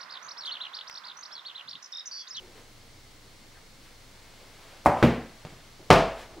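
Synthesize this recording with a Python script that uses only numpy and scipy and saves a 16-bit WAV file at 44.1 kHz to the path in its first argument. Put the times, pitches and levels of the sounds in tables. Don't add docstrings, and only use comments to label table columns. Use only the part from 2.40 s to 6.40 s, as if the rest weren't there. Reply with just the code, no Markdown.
import sys
import numpy as np
from scipy import signal
from scipy.fft import rfft, irfft, next_fast_len
from scipy.io import wavfile

SR = 44100
rng = np.random.default_rng(int(sys.argv[2]) if len(sys.argv) > 2 else 0)


def digitize_waveform(pressure):
    field = np.atleast_2d(pressure).T
    bounded = np.clip(field, -1, 1)
    quanta = np.round(bounded * 32767).astype(np.int16)
    wavfile.write(sys.argv[1], SR, quanta)


N = 176400
T = np.arange(N) / SR
SIZE = next_fast_len(N + SR)
HZ = np.fft.rfftfreq(SIZE, 1 / SR)

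# f/Hz, level/dB
HISS_TONE = [(30, -14), (44, -7.5), (92, -9.5), (125, -14.5), (150, -15.5), (310, -15), (360, -18.5),
             (480, -17), (600, -19.5), (1460, -23), (2550, -24.5), (4310, -22), (10600, -33),
             (16000, -39.5)]
# f/Hz, width/Hz, level/dB
WHISTLES = [(2130, 270, -68), (4310, 140, -73.5)]
# f/Hz, level/dB
HUM_NOTES = [(19.4, -57), (120, -66)]
# f/Hz, likeness (1 = the same)
HISS_LIKENESS = [(50, 0.88), (500, 0.68), (2000, 0.55), (5000, 0.65), (9000, 0.26), (15000, 0.067)]
ROOM_LIKENESS = [(100, 1), (1000, 1), (4000, 0.97), (9000, 0.94), (15000, 0.2)]
# middle t/s, width/s, level/dB, brightness/(dB per octave)
SLEEVE_MOVES = [(.06, 0.14, -58.5, -0.5), (.19, 0.031, -60, 4), (1.47, 0.046, -61.5, 4),
                (2.0, 0.29, -58.5, 3), (2.33, 0.1, -56, 1.5), (2.6, 0.035, -43.5, 0.5),
                (3.12, 0.22, -57.5, 2), (3.46, 0.032, -66, 3), (3.808, 0.036, -46, 1.5),
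                (3.93, 0.036, -52.5, -2)]
# middle t/s, width/s, f/Hz, level/dB
CREAK_EVENTS = [(.05, 0.056, 358, -58), (.19, 0.034, 462, -56), (1.173, 0.014, 1800, -58),
                (2.015, 0.016, 490, -60), (3.402, 0.0048, 343, -45), (3.981, 0.013, 351, -44)]
# t/s, level/dB, brightness/(dB per octave)
BUMP_HITS = [(1.998, -26, 2), (2.452, -12.5, 3), (3.104, -14.5, -9.5), (3.395, -20.5, -1),
             (3.905, -23, 0.5), (3.971, -15.5, -3)]
# t/s, level/dB
TICK_HITS = [(1.172, -28), (2.572, -13)]
EDGE_HITS = [(2.4598, 13.5), (2.4662, 10.5)]
FLAT_HITS = [(2.6272, 14.66), (2.6358, 6.1)]
GRAB_HITS = [(3.0503, -12.5), (3.1035, -24)]
SLAP_HITS = [(3.5037, 21.1), (3.5105, 17.8)]
RATTLE_HITS = [(3.5265, 0), (3.535, -6), (3.546, -10)]
# f/Hz, level/dB
CLOTH_TONE = [(40, -2), (200, 2), (600, 7), (1500, 0), (3000, -5), (7000, -17), (16000, -30)]
TICK_TONE = [(100, -12), (700, 0), (1400, -1), (1830, -7), (2300, -11), (3200, -21), (6000, -30),
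             (16000, -46)]
BUMP_TONE = [(30, -4.5), (90, -15), (160, 3.5), (260, -9.5), (380, 1.5), (800, -4), (2000, -24.5),
             (5000, -29), (16000, -42)]
EDGE_TONE = [(25, -28), (70, 1), (140, -1), (300, 0), (420, -7), (750, 1), (1150, -5), (1600, -17.5),
             (2200, -19.5), (3300, -35.5), (8000, -41.5), (16000, -53)]
FLAT_TONE = [(25, -49), (70, -2), (140, -3), (260, 2.5), (520, -1.5), (900, -11.5), (1400, -16),
             (2300, -18), (4000, -28), (7000, -40.5), (16000, -59)]
GRAB_TONE = [(30, -29), (80, -9), (165, -2), (280, -1), (600, -6), (1200, -12), (1750, -12.5),
             (4000, -18.5), (9000, -31), (16000, -50)]
SLAP_TONE = [(25, -25), (80, -4.5), (160, 0.5), (370, -2), (550, 0.5), (800, -2.5), (1200, -10),
             (1900, -16), (2500, -16.5), (3500, -22), (5000, -26), (8000, -37.5), (16000, -51)]
RATTLE_TONE = [(200, -7), (1000, 2), (2500, -3), (5000, 3), (8000, -10), (16000, -16)]
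# f/Hz, level/dB, time to fade by 60 dB (t/s)
EDGE_NOTES = [(135, -30.5, 0.37), (183, -22.5, 0.18), (297, -46, 0.25), (593, -19, 0.36), (715, -24, 0.28),
              (767, -21.5, 0.27), (900, -25, 0.2)]
FLAT_NOTES = [(65.8, -27, 0.57), (131.6, -13.5, 0.28), (176.5, -18.5, 0.39), (231, -10.5, 0.36),
              (303, -14.5, 0.12), (343, -34, 0.38), (490, -23, 0.26), (634, -36, 0.24), (1980, -34, 0.48)]
GRAB_NOTES = [(161, -31.5, 0.07), (606, -36, 0.025), (880, -42, .03)]
SLAP_NOTES = [(44, -25, 0.63), (84.3, -20, 0.22), (170, -14, 0.22), (330, -22, 0.1), (480, -13.5, 0.12),
              (659, -16.5, 0.54), (734.4, -23, 0.29), (952, -22, .3), (1085, -23, 0.42),
              (1197, -18.5, 0.35), (1302, -30, .35), (1607, -28, 0.41), (2170, -30, 0.3), (3000, -44, .35)]
# delay/s, gain
WALL_ECHOES = [(.0026, 0.34), (.0098, 0.1), (0.0122, .25), (0.0202, 0.54)]
# f/Hz, t/s
TAIL_FADE = [(50, 0.45), (130, 0.39), (300, 0.43), (700, 0.5), (2000, 0.53), (5000, 0.43), (9000, 0.45),
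             (15000, 0.17)]
# f/Hz, level/dB
TAIL_TONE = [(50, -6), (200, -2.5), (450, -1), (5000, 1), (9000, -0.5), (15000, 1)]


def amp(db):
    return 10 ** (np.asarray(db) / 20)


def unit(x):
    return x / np.sqrt(np.mean(x ** 2) + 1e-20)


def along(points, hz):
    freqs, values = np.transpose(points)
    return np.interp(np.log(hz + 1), np.log(freqs + 1), values)


def tone(points, tilt_db=0):
    return unit(amp(along(points, HZ) + tilt_db * np.log2(np.maximum(HZ, 100))))


def filtered(x, gain):
    return irfft(rfft(x, SIZE) * gain, SIZE)[..., :N]


def causal(gain):
    cepstrum = irfft(np.log(np.maximum(gain, 1e-6)), SIZE)
    cepstrum[1:SIZE // 2] *= 2
    cepstrum[SIZE // 2 + 1:] = 0
    return np.exp(rfft(cepstrum))


def delay(s):
    return np.exp(-2j * np.pi * HZ * s)


def band(hz, width_hz):
    return 1 / (1 + (2 * (HZ - hz) / width_hz) ** 2)


def swell(s, width):
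    return np.exp(-((T - s) / width) ** 2 / 2)


def noise(gain, likeness):
    angle = np.arccos(np.clip(along(likeness, HZ), -1, 0.9995)) / 2
    shares = np.array([np.cos(angle), np.sin(angle)])
    mid, side = filtered(rng.standard_normal((2, N)), gain * shares)
    return unit(np.array([mid + side, mid - side]))


def echo_tail(build_s=0.002):
    hz, t, slices = signal.stft(noise(1, ROOM_LIKENESS)[:, :SR], SR, nperseg=256)
    fade = amp(-60 * t / along(TAIL_FADE, hz)[:, None])
    tail = signal.istft(slices * fade, SR, nperseg=256)[1][:, :SR]
    tail *= 1 - np.exp(-T[:SR] / build_s)
    return tail / np.linalg.norm(tail[0])


def room(tail_db):
    near = 1 + sum(gain * delay(s) for s, gain in WALL_ECHOES)
    tail = amp(tail_db + along(TAIL_TONE, HZ)) * rfft(echo_tail(), SIZE)
    total = np.hypot(1, amp(tail_db))
    return near / total, tail / total


def contact(tail_db, chatter_db, chatter_hz=1390, fade_s=0.025):
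    near, tail = room(tail_db)
    burst = noise(1, ROOM_LIKENESS)[:, :SR] * amp(-60 * T[:SR] / fade_s)
    push = 1 / (1 + 1j * HZ / chatter_hz)
    chatter = (1 - push) * rfft(burst / np.linalg.norm(burst[0]), SIZE)
    return near * push + amp(chatter_db) * chatter + tail


def knock(hits, tone_table, tail_db, chatter_db):
    force = sum(amp(db) * delay(s) * contact(tail_db, chatter_db) for s, db in hits)
    return irfft(force * causal(tone(tone_table)), SIZE)[:, :N]


def ring(start, notes, attack_s, waver):
    t, out = T[:SR], np.zeros(N + SR)
    rise = 1 - np.exp(-t / attack_s)
    for hz, db, fade_s in notes:
        drift = waver * np.cumsum(rng.standard_normal(SR)) * np.sqrt(hz) / SR
        loudness = rise * amp(db - 60 * t / fade_s)
        out[round(start * SR):][:SR] += loudness * np.sin(2 * np.pi * (hz * t + drift))
    return out[:N]


def background(hiss_db=-54, low_cut_hz=30, whine_hz=15703, whine_db=-82):
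    whistles = sum(amp(db) * noise(band(hz, width), HISS_LIKENESS) for hz, width, db in WHISTLES)
    notes = HUM_NOTES + [(whine_hz, whine_db)]
    hum = sum(amp(db) * np.sqrt(2) * np.sin(2 * np.pi * (hz * T + rng.random())) for hz, db in notes)
    low_cut = HZ ** 2 / np.hypot(HZ ** 2, low_cut_hz ** 2)
    hiss = amp(hiss_db) * noise(tone(HISS_TONE) * low_cut, HISS_LIKENESS)
    return hiss + whistles + hum


def sleeves():
    cloth = noise(1, ROOM_LIKENESS)
    return sum(amp(db) * swell(s, width) * filtered(cloth, tone(CLOTH_TONE, tilt_db))
               for s, width, db, tilt_db in SLEEVE_MOVES)


def creaks(width_share=0.15):
    out = np.zeros(N)
    for s, width, hz, db in CREAK_EVENTS:
        rubbing = filtered(rng.standard_normal(N), band(hz, width_share * hz))
        out += amp(db) * swell(s, width) * unit(rubbing)
    return out


def case_ticks():
    return knock(TICK_HITS, TICK_TONE, tail_db=2, chatter_db=1)


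def hand_bumps():
    bumps = sum(amp(db) * delay(s) * causal(tone(BUMP_TONE, tilt_db)) for s, db, tilt_db in BUMP_HITS)
    near, tail = room(tail_db=8)
    return irfft(bumps * (near + tail), SIZE)[:, :N]


def tablet():
    edge = knock(EDGE_HITS, EDGE_TONE, tail_db=4, chatter_db=3.5)
    edge += ring(EDGE_HITS[0][0], EDGE_NOTES, attack_s=0.005, waver=9.4)
    flat = knock(FLAT_HITS, FLAT_TONE, tail_db=4.5, chatter_db=-0.5)
    flat += ring(FLAT_HITS[0][0], FLAT_NOTES, attack_s=0.0027, waver=12.7)
    return edge + flat


def laptop():
    grab = knock(GRAB_HITS, GRAB_TONE, tail_db=-5, chatter_db=-8)
    grab += ring(GRAB_HITS[0][0], GRAB_NOTES, attack_s=0.0005, waver=4.7)
    slap = knock(SLAP_HITS, SLAP_TONE, tail_db=0.6, chatter_db=0)
    slap += ring(SLAP_HITS[0][0], SLAP_NOTES, attack_s=0.0024, waver=11.2)
    rattle = knock(RATTLE_HITS, RATTLE_TONE, tail_db=-8, chatter_db=-4.5)
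    return grab + slap + rattle


def air_puff(level_db=-12, rise_s=0.0013, fall_s=0.0003):
    shut = SLAP_HITS[0][0]
    before, after = np.maximum(shut - T, 0), np.maximum(T - shut, 0)
    return -amp(level_db) * np.exp(-before / rise_s - after / fall_s)


def scene(balance_db=0.2):
    mix = background() + sleeves() + creaks() + case_ticks() + hand_bumps()
    mix += tablet() + laptop() + air_puff()
    return mix * amp([[balance_db], [-balance_db]])


def record(dry, hardness=8, top_hz=16300):
    clipped = dry / (1 + np.abs(dry) ** hardness) ** (1 / hardness)
    return filtered(clipped, HZ < top_hz)


dry = scene()
out = record(dry)
digitize_waveform(out)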